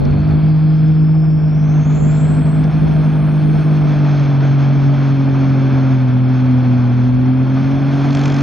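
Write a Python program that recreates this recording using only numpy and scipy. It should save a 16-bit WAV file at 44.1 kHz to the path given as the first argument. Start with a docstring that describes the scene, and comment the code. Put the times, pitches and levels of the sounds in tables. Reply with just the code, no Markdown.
"""A six-cylinder diesel truck hauls a heavy sled on a dirt track among trees, heard from the trackside.
From the start, sines on the crank orders drone, noise gated by each firing roars, low noise rumbles and
gusts bump two microphone ports; a crack, a decaying noise burst, comes early. The turbo, narrow noise, climbs
for over two seconds and fades as the drone stumbles and two more cracks come. The firing rate sags until about
seven seconds and recovers; a lone crack, then a crackle on every crank turn with two loud cracks, close it."""
import sys
import numpy as np
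from scipy import signal
from scipy.fft import rfft, irfft, next_fast_len
from scipy.io import wavfile
from scipy.ndimage import uniform_filter1d

SR = 44100
rng = np.random.default_rng(int(sys.argv[2]) if len(sys.argv) > 2 else 0)


def voltage_ratio(decibels):
    """Convert decibels (scalar or array-like) to amplitude ratios, 20 dB per decade."""
    exponent = np.asarray(decibels, float) / 20
    return 10 ** exponent


def persist_wave(psi):
    """Save psi, clipped to +-1, as 16-bit WAV."""
    counts = np.round(np.clip(psi, -1, 1) * 32767).astype(np.int16)
    wavfile.write(sys.argv[1], SR, np.atleast_2d(counts).T)


N = 371322   # samples

# Engine speed and main tones. Each row: time in seconds, firings per second, firing tone in dB, its octave in dB.
ENGINE_CURVE = [(0, 140, -17, -36.5), (.25, 154, -13.5, -29.5), (.5, 155.5, -10, -28.5),
                (1.2, 157.2, -10, -27.5), (1.4, 155, -12.5, -36), (1.7, 152.8, -10.5, -31.5),
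                (2.0, 152, -11.5, -37), (2.8, 156, -10.5, -31.5), (3.2, 153, -11.5, -31),
                (3.7, 153.3, -11.5, -27.5), (4.4, 139, -11.5, -25), (4.95, 139.4, -11.5, -24.5),
                (5.2, 136.3, -13, -19), (5.9, 131.4, -12.5, -18.5), (6.1, 125.5, -12, -18),
                (6.35, 128, -13, -18), (6.9, 122.4, -12.5, -17), (7.5, 130.7, -14, -17),
                (7.75, 137.4, -15, -18.5), (8.1, 139.6, -14.5, -19.5), (8.42, 140, -14, -20)]
# Weaker crank orders, three firings a turn. Each row: order in cycles per crank turn, level in dB over the roar.
CRANK_ORDERS = [(1, -15.5), (2, -11), (7, -9), (8, -10), (9, -10), (10, -16.5), (12, -14), (13, -12)]
# Uneven firing while the truck strains. Each row: time in seconds, fourth and fifth crank order in dB.
UNEVEN_FIRING = [(0, -26.5, -24.5), (.3, -25.5, -30.5), (.6, -40, -32.5), (1.3, -38, -36), (1.6, -31, -30),
                 (2.401, -25, -26.5), (3.9, -27.5, -28), (4.9, -38.5, -29.5), (6.5, -44.5, -33),
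                 (7.4, -48, -29), (8.42, -36, -24.5)]
# Dips of the drone while the truck strains. Each row: time of the deepest point in seconds, depth in dB.
STUMBLE_DIPS = [(1.679, 4), (1.842, 9), (1.998, 8.5), (2.2, 6.5), (2.28, 5.5), (2.356, 2.5), (2.437, 10),
                (2.519, 7), (2.633, 6.5), (2.719, 17.5), (2.801, 8.5), (2.878, 6.5), (2.935, 6),
                (3.035, 4.5), (3.112, 2.5), (3.225, 5.5), (3.314, 3.5), (3.413, 4.5), (3.635, 3.5)]
OCTAVE_LAG_RAD, STUMBLE_MS = 3.0, 18   # the dip is this wide at half its depth in dB

# Exhaust roar. Each row: time in seconds, roar in dB, treble setting in dB against the roar.
ROAR_CURVE = [(0.0, -37, -9), (0.07, -31.5, -13), (0.86, -37.5, -7), (1.31, -37, -13), (1.94, -32, -11.5),
              (3.0, -30.5, -11.5), (3.4, -31.5, -11.5), (4.21, -30, -7.5), (5.19, -30.5, -9),
              (5.76, -27, -11.5), (6.13, -32, -9.5), (6.83, -30, -12), (7.09, -33, -9), (7.51, -30, -12),
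              (8.05, -29, -6.5), (8.42, -28, -4)]
# Spectrum of the roar. Each row: frequency in Hz, relative density in dB per Hz.
ROAR_SPECTRUM = [(30, -14.5), (60, -17.5), (110, 7.5), (200, 11.5), (330, 10), (450, 0), (600, -1),
                 (665, 2), (740, 0.5), (1300, -6.5), (2300, -13), (4300, -22), (6400, -28), (8000, -42.5),
                 (12000, -58)]
# Puff strength of the three firings in one crank turn, each in relative dB.
FIRING_STRENGTH_DB = [-2, 0, -5]
PUFF_DEPTH, PUFF_PER_DB = .45, .03   # depth 0-1 at a treble setting of 0 dB; its change per dB

# Turbo tone. Each row: time in seconds, centre in Hz, level in dB.
TURBO_CURVE = [(0, 4250, -55.5), (.5, 4786, -55.5), (1, 5120, -59), (1.5, 5460, -56), (1.8, 6420, -54.5),
               (2, 7180, -48.5), (2.2, 7650, -48.5), (2.4, 8200, -54), (2.6, 8030, -58.5), (2.8, 8350, -79),
               (8.42, 8200, -82.5)]
# Faint narrow noise band near 9 kHz, loudest around 3.6 s. 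Each row: time in seconds, level in dB.
FAINT_BAND = [(0.0, -78), (0.3, -71.5), (1.38, -85.5), (2.49, -66.5), (3.59, -61.5), (4.27, -77.5),
              (7.24, -78.5), (8.21, -67), (8.42, -66)]
TURBO_WIDTH_HZ = 230   # to either side of the centre

# Low rumble of truck and sled. Each row: time in seconds, level in dB.
RUMBLE_CURVE = [(0.0, -27.5), (0.09, -17.5), (0.6, -28), (1.25, -30), (2.7, -24.5), (3.5, -32),
                (6.5, -42.5), (7.4, -38.5), (8.42, -35)]

# Gusts on the microphone. Each row: time of the peak in seconds, peak in dB.
GUST_PEAKS = [(0.02, -14.5), (.3, -22), (.88, -29.5), (1.37, -25), (1.7, -27), (2.01, -20), (2.29, -23),
              (2.55, -27.5), (2.87, -19.5), (3.5, -21.5), (3.86, -23.5), (4.17, -32), (4.829, -26),
              (5.3, -26), (6.08, -28), (7.18, -22), (7.71, -27)]
GUST_RISE_DB_PER_S, GUST_FALL_DB_PER_S, BREEZE_DB = 92.5, 68.5, -38.5

# Individually timed cracks from the stacks: four lone ones, then two loud ones within the closing crackle.
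# Each row: start in seconds, peak in dB before filtering.
TIMED_CRACKS = [(0.0523, -23), (2.641, -26.5), (2.728, -27), (7.889, -34), (8.1492, -15), (8.2556, -14.5)]
# Near the end one cylinder cracks on every crank turn; levels before filtering.
CRACKLE_FROM_S, CRACKLE_DB, CRACKLE_SPREAD_DB = 8.1066, -17, 0.5

GROUND_LAG_S, GROUND_SHARE = .001044, .4
# Phase between the ports. Each row: frequency in Hz, lead of the left port in radians.
PORT_LEAD = [(30, 0.78), (140, 0.68), (300, 0.31), (410, 0.91), (520, 0.27), (650, 0.22), (820, 0.12),
             (1000, 1.1), (1200, 0.13), (1500, 0.068)]
# Threshold for muting quiet bands. Each row: frequency in Hz, level in dB under which a band is muted.
MUTE_THRESHOLD = [(2500, -88), (3500, -77), (4500, -75), (6000, -76), (8400, -75), (8800, -110)]
HISS_DB, HISS_CUT_HZ = -69.5, 8000   # preamp hiss before its low-pass


def rms_one(x):
    """Normalization: a signal divided by its root mean square has rms 1."""
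    return x / np.sqrt(np.mean(x ** 2) + 1e-20)


def in_time(rows):
    """Linear interpolation: the columns of a curve table at every sample."""
    s, *columns = np.transpose(rows)
    return [np.interp(np.arange(N) / SR, s, c) for c in columns]


def at_hz(points, hz):
    """Logarithmic pitch: a spectrum table is interpolated along log frequency."""
    table_hz, values = np.transpose(points)
    return np.interp(np.log(hz + 1), np.log(table_hz), values)


def drift(rate):
    """Random fluctuation: noise through two equal poles at rate (Hz) wanders slowly, with rms 1."""
    # computed at every 20th sample; the first 4000 values let the filter settle
    pole = np.exp(-40 * np.pi * rate / SR)
    noise = rng.standard_normal(N // 20 + 4002)
    slow = signal.lfilter([1], [1, -2 * pole, pole * pole], noise)[4000:]
    return np.interp(np.arange(N) / 20, np.arange(len(slow)), rms_one(slow))


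def cut(x, hz, kind, order=2):
    """Filtering: a Butterworth response is flat in its passband."""
    return signal.sosfilt(signal.butter(order, hz, kind, fs=SR, output="sos"), x)


def coloured(x, response):
    """Linear filtering: the spectrum is multiplied by response(hz)."""
    size = next_fast_len(N)
    spectrum = rfft(x, size) * response(np.fft.rfftfreq(size, 1 / SR))
    return irfft(spectrum, size)[..., :N]


def stumbling():
    """Amplitude modulation: a gain with a bell-shaped dip in dB at each stumble."""
    t, dip_db = np.arange(N) / SR, np.zeros(N)
    for s, depth_db in STUMBLE_DIPS:
        near = slice(int((s - .1) * SR), int((s + .1) * SR))
        widths_away = (t[near] - s) * 1000 / STUMBLE_MS
        dip_db[near] -= depth_db * np.exp(-4 * np.log(2) * widths_away ** 2)
    return voltage_ratio(dip_db)


def drone(crank, firing_db, octave_db, waver_db, weak_waver_db, slip_rad):
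    """Harmonic synthesis: crank orders are sines; uneven burning makes them waver, the weak ones most."""
    uneven = voltage_ratio(waver_db * drift(31)) * stumbling()
    wobble = crank + 0.018 * drift(30)
    out = voltage_ratio(firing_db) * np.sin(3 * wobble)
    out += voltage_ratio(octave_db + 1.5 * drift(12)) * np.sin(6 * wobble - OCTAVE_LAG_RAD)
    roar_db = in_time(ROAR_CURVE)[0]
    weak_orders = [*zip((4, 5), in_time(UNEVEN_FIRING))]
    weak_orders += [(order, roar_db + db) for order, db in CRANK_ORDERS]
    for order, level_db in weak_orders:
        level = voltage_ratio(level_db + weak_waver_db * drift(12.0))
        out += level * np.sin(order * crank + slip_rad * np.sqrt(order) * drift(4.7))
    return np.sqrt(2) * uneven * out   # the root of two gives each sine its level as rms


def roar(crank, patchy_db, puff_sharpness):
    """Modulated flow noise: each firing gates the exhaust noise, most deeply where the treble is strong."""
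    roar_db, treble_db = in_time(ROAR_CURVE)
    noise = coloured(rng.standard_normal((2, N)), lambda hz: voltage_ratio(at_hz(ROAR_SPECTRUM, hz)))
    noise /= np.std(cut(noise[0], [450, 1500], "band"))
    firing = 3 * crank / (2 * np.pi)   # firings so far
    strength = voltage_ratio(FIRING_STRENGTH_DB)[firing.astype(int) % 3]
    decay = np.exp(-puff_sharpness * (firing % 1))
    puff = rms_one(cut(strength * decay, 1000, "low"))
    depth = np.clip(PUFF_DEPTH + PUFF_PER_DB * treble_db, 0, 1)
    low = cut(noise, 400, "low") * voltage_ratio(patchy_db * drift(10))
    dull = cut(noise, 1500, "low", order=1)
    middle = cut(dull, 330, "high") * voltage_ratio(patchy_db * drift(26)) * (1 + 0.2 * depth * (puff - 1))
    high = (noise - dull) * voltage_ratio(treble_db + 8.5 + 1.1 * drift(9.1)) * (1 + depth * (puff - 1))
    return voltage_ratio(roar_db) * (low + middle + high)


def turbo(skirt_hz, skirt_db):
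    """Quadrature modulation: slow noise rides the compressor's pitch, with a skirt and a faint band near 9 kHz."""
    centre_hz, level_db = in_time(TURBO_CURVE)
    out = 0
    for below_hz, width_hz, db in [(0, TURBO_WIDTH_HZ, 0), (skirt_hz, skirt_hz, skirt_db)]:
        a, b = cut(rng.standard_normal((2, N)), width_hz, "low", order=3)
        phase = 2 * np.pi * np.cumsum(centre_hz - below_hz) / SR
        out = out + voltage_ratio(level_db + db) * rms_one(a * np.cos(phase) + b * np.sin(phase))
    faint = rms_one(cut(rng.standard_normal(N), [8850, 9500], "band", order=6))
    return out + voltage_ratio(in_time(FAINT_BAND)[0]) * faint


def rumble(low_hz, high_hz, lumps_db):
    """Band-limited noise: a low band with a randomly fluctuating level."""
    band = rms_one(cut(rng.standard_normal(N), [low_hz, high_hz], "band"))
    return voltage_ratio(in_time(RUMBLE_CURVE)[0] + lumps_db * drift(22)) * band


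def gusts_db():
    """Exponential growth and decay: each gust rises and falls steadily in dB over a light breeze."""
    t, level_db = np.arange(N) / SR, np.full(N, float(BREEZE_DB))
    for s, db in GUST_PEAKS:
        below_peak_db = np.maximum(GUST_RISE_DB_PER_S * (s - t), GUST_FALL_DB_PER_S * (t - s))
        level_db = np.maximum(level_db, db - below_peak_db)
    return level_db


def wind(lumps_db, low_hz, high_hz, alike):
    """Turbulent pressure: lumpy gusts push the two ports mostly in opposite directions."""
    soft = cut(rng.standard_normal((2, N)), high_hz, "low", order=1)
    mid, side = cut(cut(soft, low_hz, "high"), 500, "low")
    gust = voltage_ratio(gusts_db() + lumps_db * drift(20))
    return gust * (alike * rms_one(mid) + rms_one(side) * [[1], [-1]])


def cracks(crank, decay_s, dull_hz, low_hz, high_hz):
    """Impulsive excitation: each crack is a short, bright, exponentially decaying burst of noise."""
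    clicks = np.full(N, 1e-18)
    start = round(CRACKLE_FROM_S * SR)
    turn_count = (crank[start - 1:] - crank[start]) // (2 * np.pi)
    turns = start + np.flatnonzero(np.diff(turn_count))
    clicks[turns] = voltage_ratio(CRACKLE_DB + CRACKLE_SPREAD_DB * rng.standard_normal(len(turns)))
    for s, db in TIMED_CRACKS:
        clicks[round(s * SR)] = voltage_ratio(db)
    fading = signal.lfilter([1], [1, -np.exp(-1 / (decay_s * SR))], clicks)
    dull = cut(fading * rng.standard_normal(N), dull_hz, "low", order=1)
    return cut(cut(dull, low_hz, "high"), high_hz, "low", order=6)


def ground(x):
    """Comb interference: a short inverted bounce, strongest in the lower treble, adds to the direct sound."""
    lag = round(GROUND_LAG_S * SR)
    bounce = np.pad(x, [(0, 0), (lag, 0)])[:, :N]
    band = signal.butter(1, [1500, 9000], "band", fs=SR, output="sos")
    return x - GROUND_SHARE * signal.sosfiltfilt(band, bounce)


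def two_ports(x):
    """Phase difference: the left port leads the right by an angle that depends on pitch."""
    return coloured(x, lambda hz: np.exp(.5j * at_hz(PORT_LEAD, hz) * [[1], [-1]]))


def scene():
    """Superposition: truck ahead, scattered roar from the trees, wind on the ports."""
    firings_per_s, *tones_db = in_time(ENGINE_CURVE)
    crank = 2 * np.pi * np.cumsum(firings_per_s / 3) / SR   # crank angle in radians
    tone = drone(crank, *tones_db, waver_db=0.87, weak_waver_db=3.0, slip_rad=0.29)
    exhaust = roar(crank, patchy_db=1.27, puff_sharpness=1.6)
    bright = turbo(skirt_hz=457, skirt_db=-2)
    bright += cracks(crank, decay_s=.0028, dull_hz=2600, low_hz=1600, high_hz=6780)
    direct, scattered = ground(exhaust + bright)
    low = rumble(low_hz=49, high_hz=129, lumps_db=-0.5)
    trees = voltage_ratio(-11.0) * cut(scattered, 1300, "low", order=4) * [[1], [-1]]   # opposite in the two ports
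    gusts = wind(lumps_db=1.0, low_hz=35, high_hz=101, alike=.5)
    return two_ports(tone + direct) + low + trees + gusts


def mute_quiet_bands(x, size=2048, count=2):
    """Spectral gating: in every frame, narrow bands under a threshold are turned down by 25 dB."""
    hz, _, cells = signal.stft(x, SR, nperseg=size)
    power = uniform_filter1d(np.abs(cells.mean(axis=0)) ** 2, count, axis=0)
    threshold = voltage_ratio(2 * at_hz(MUTE_THRESHOLD, hz))[:, None]   # doubled dB, for power
    gain = np.where(power > threshold, 1, voltage_ratio(-25))
    return signal.istft(cells * gain, SR, nperseg=size)[1][:, :N]


def low_pass(x):
    """Removes everything above the highest recorded frequency."""
    return signal.sosfilt(signal.butter(12, 15700, fs=SR, output="sos"), x)


def record(dry):
    """Saturation: peaks are gently rounded, quiet narrow bands drop out from moment to moment, and the preamp
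    hisses faintly."""
    rounded = 1.103 * np.tanh(dry / 1.088)
    hiss = voltage_ratio(HISS_DB) * cut(rng.standard_normal(N), HISS_CUT_HZ, "low", order=1)
    return low_pass(mute_quiet_bands(rounded) + hiss)


dry = scene()
out = record(dry)
persist_wave(out)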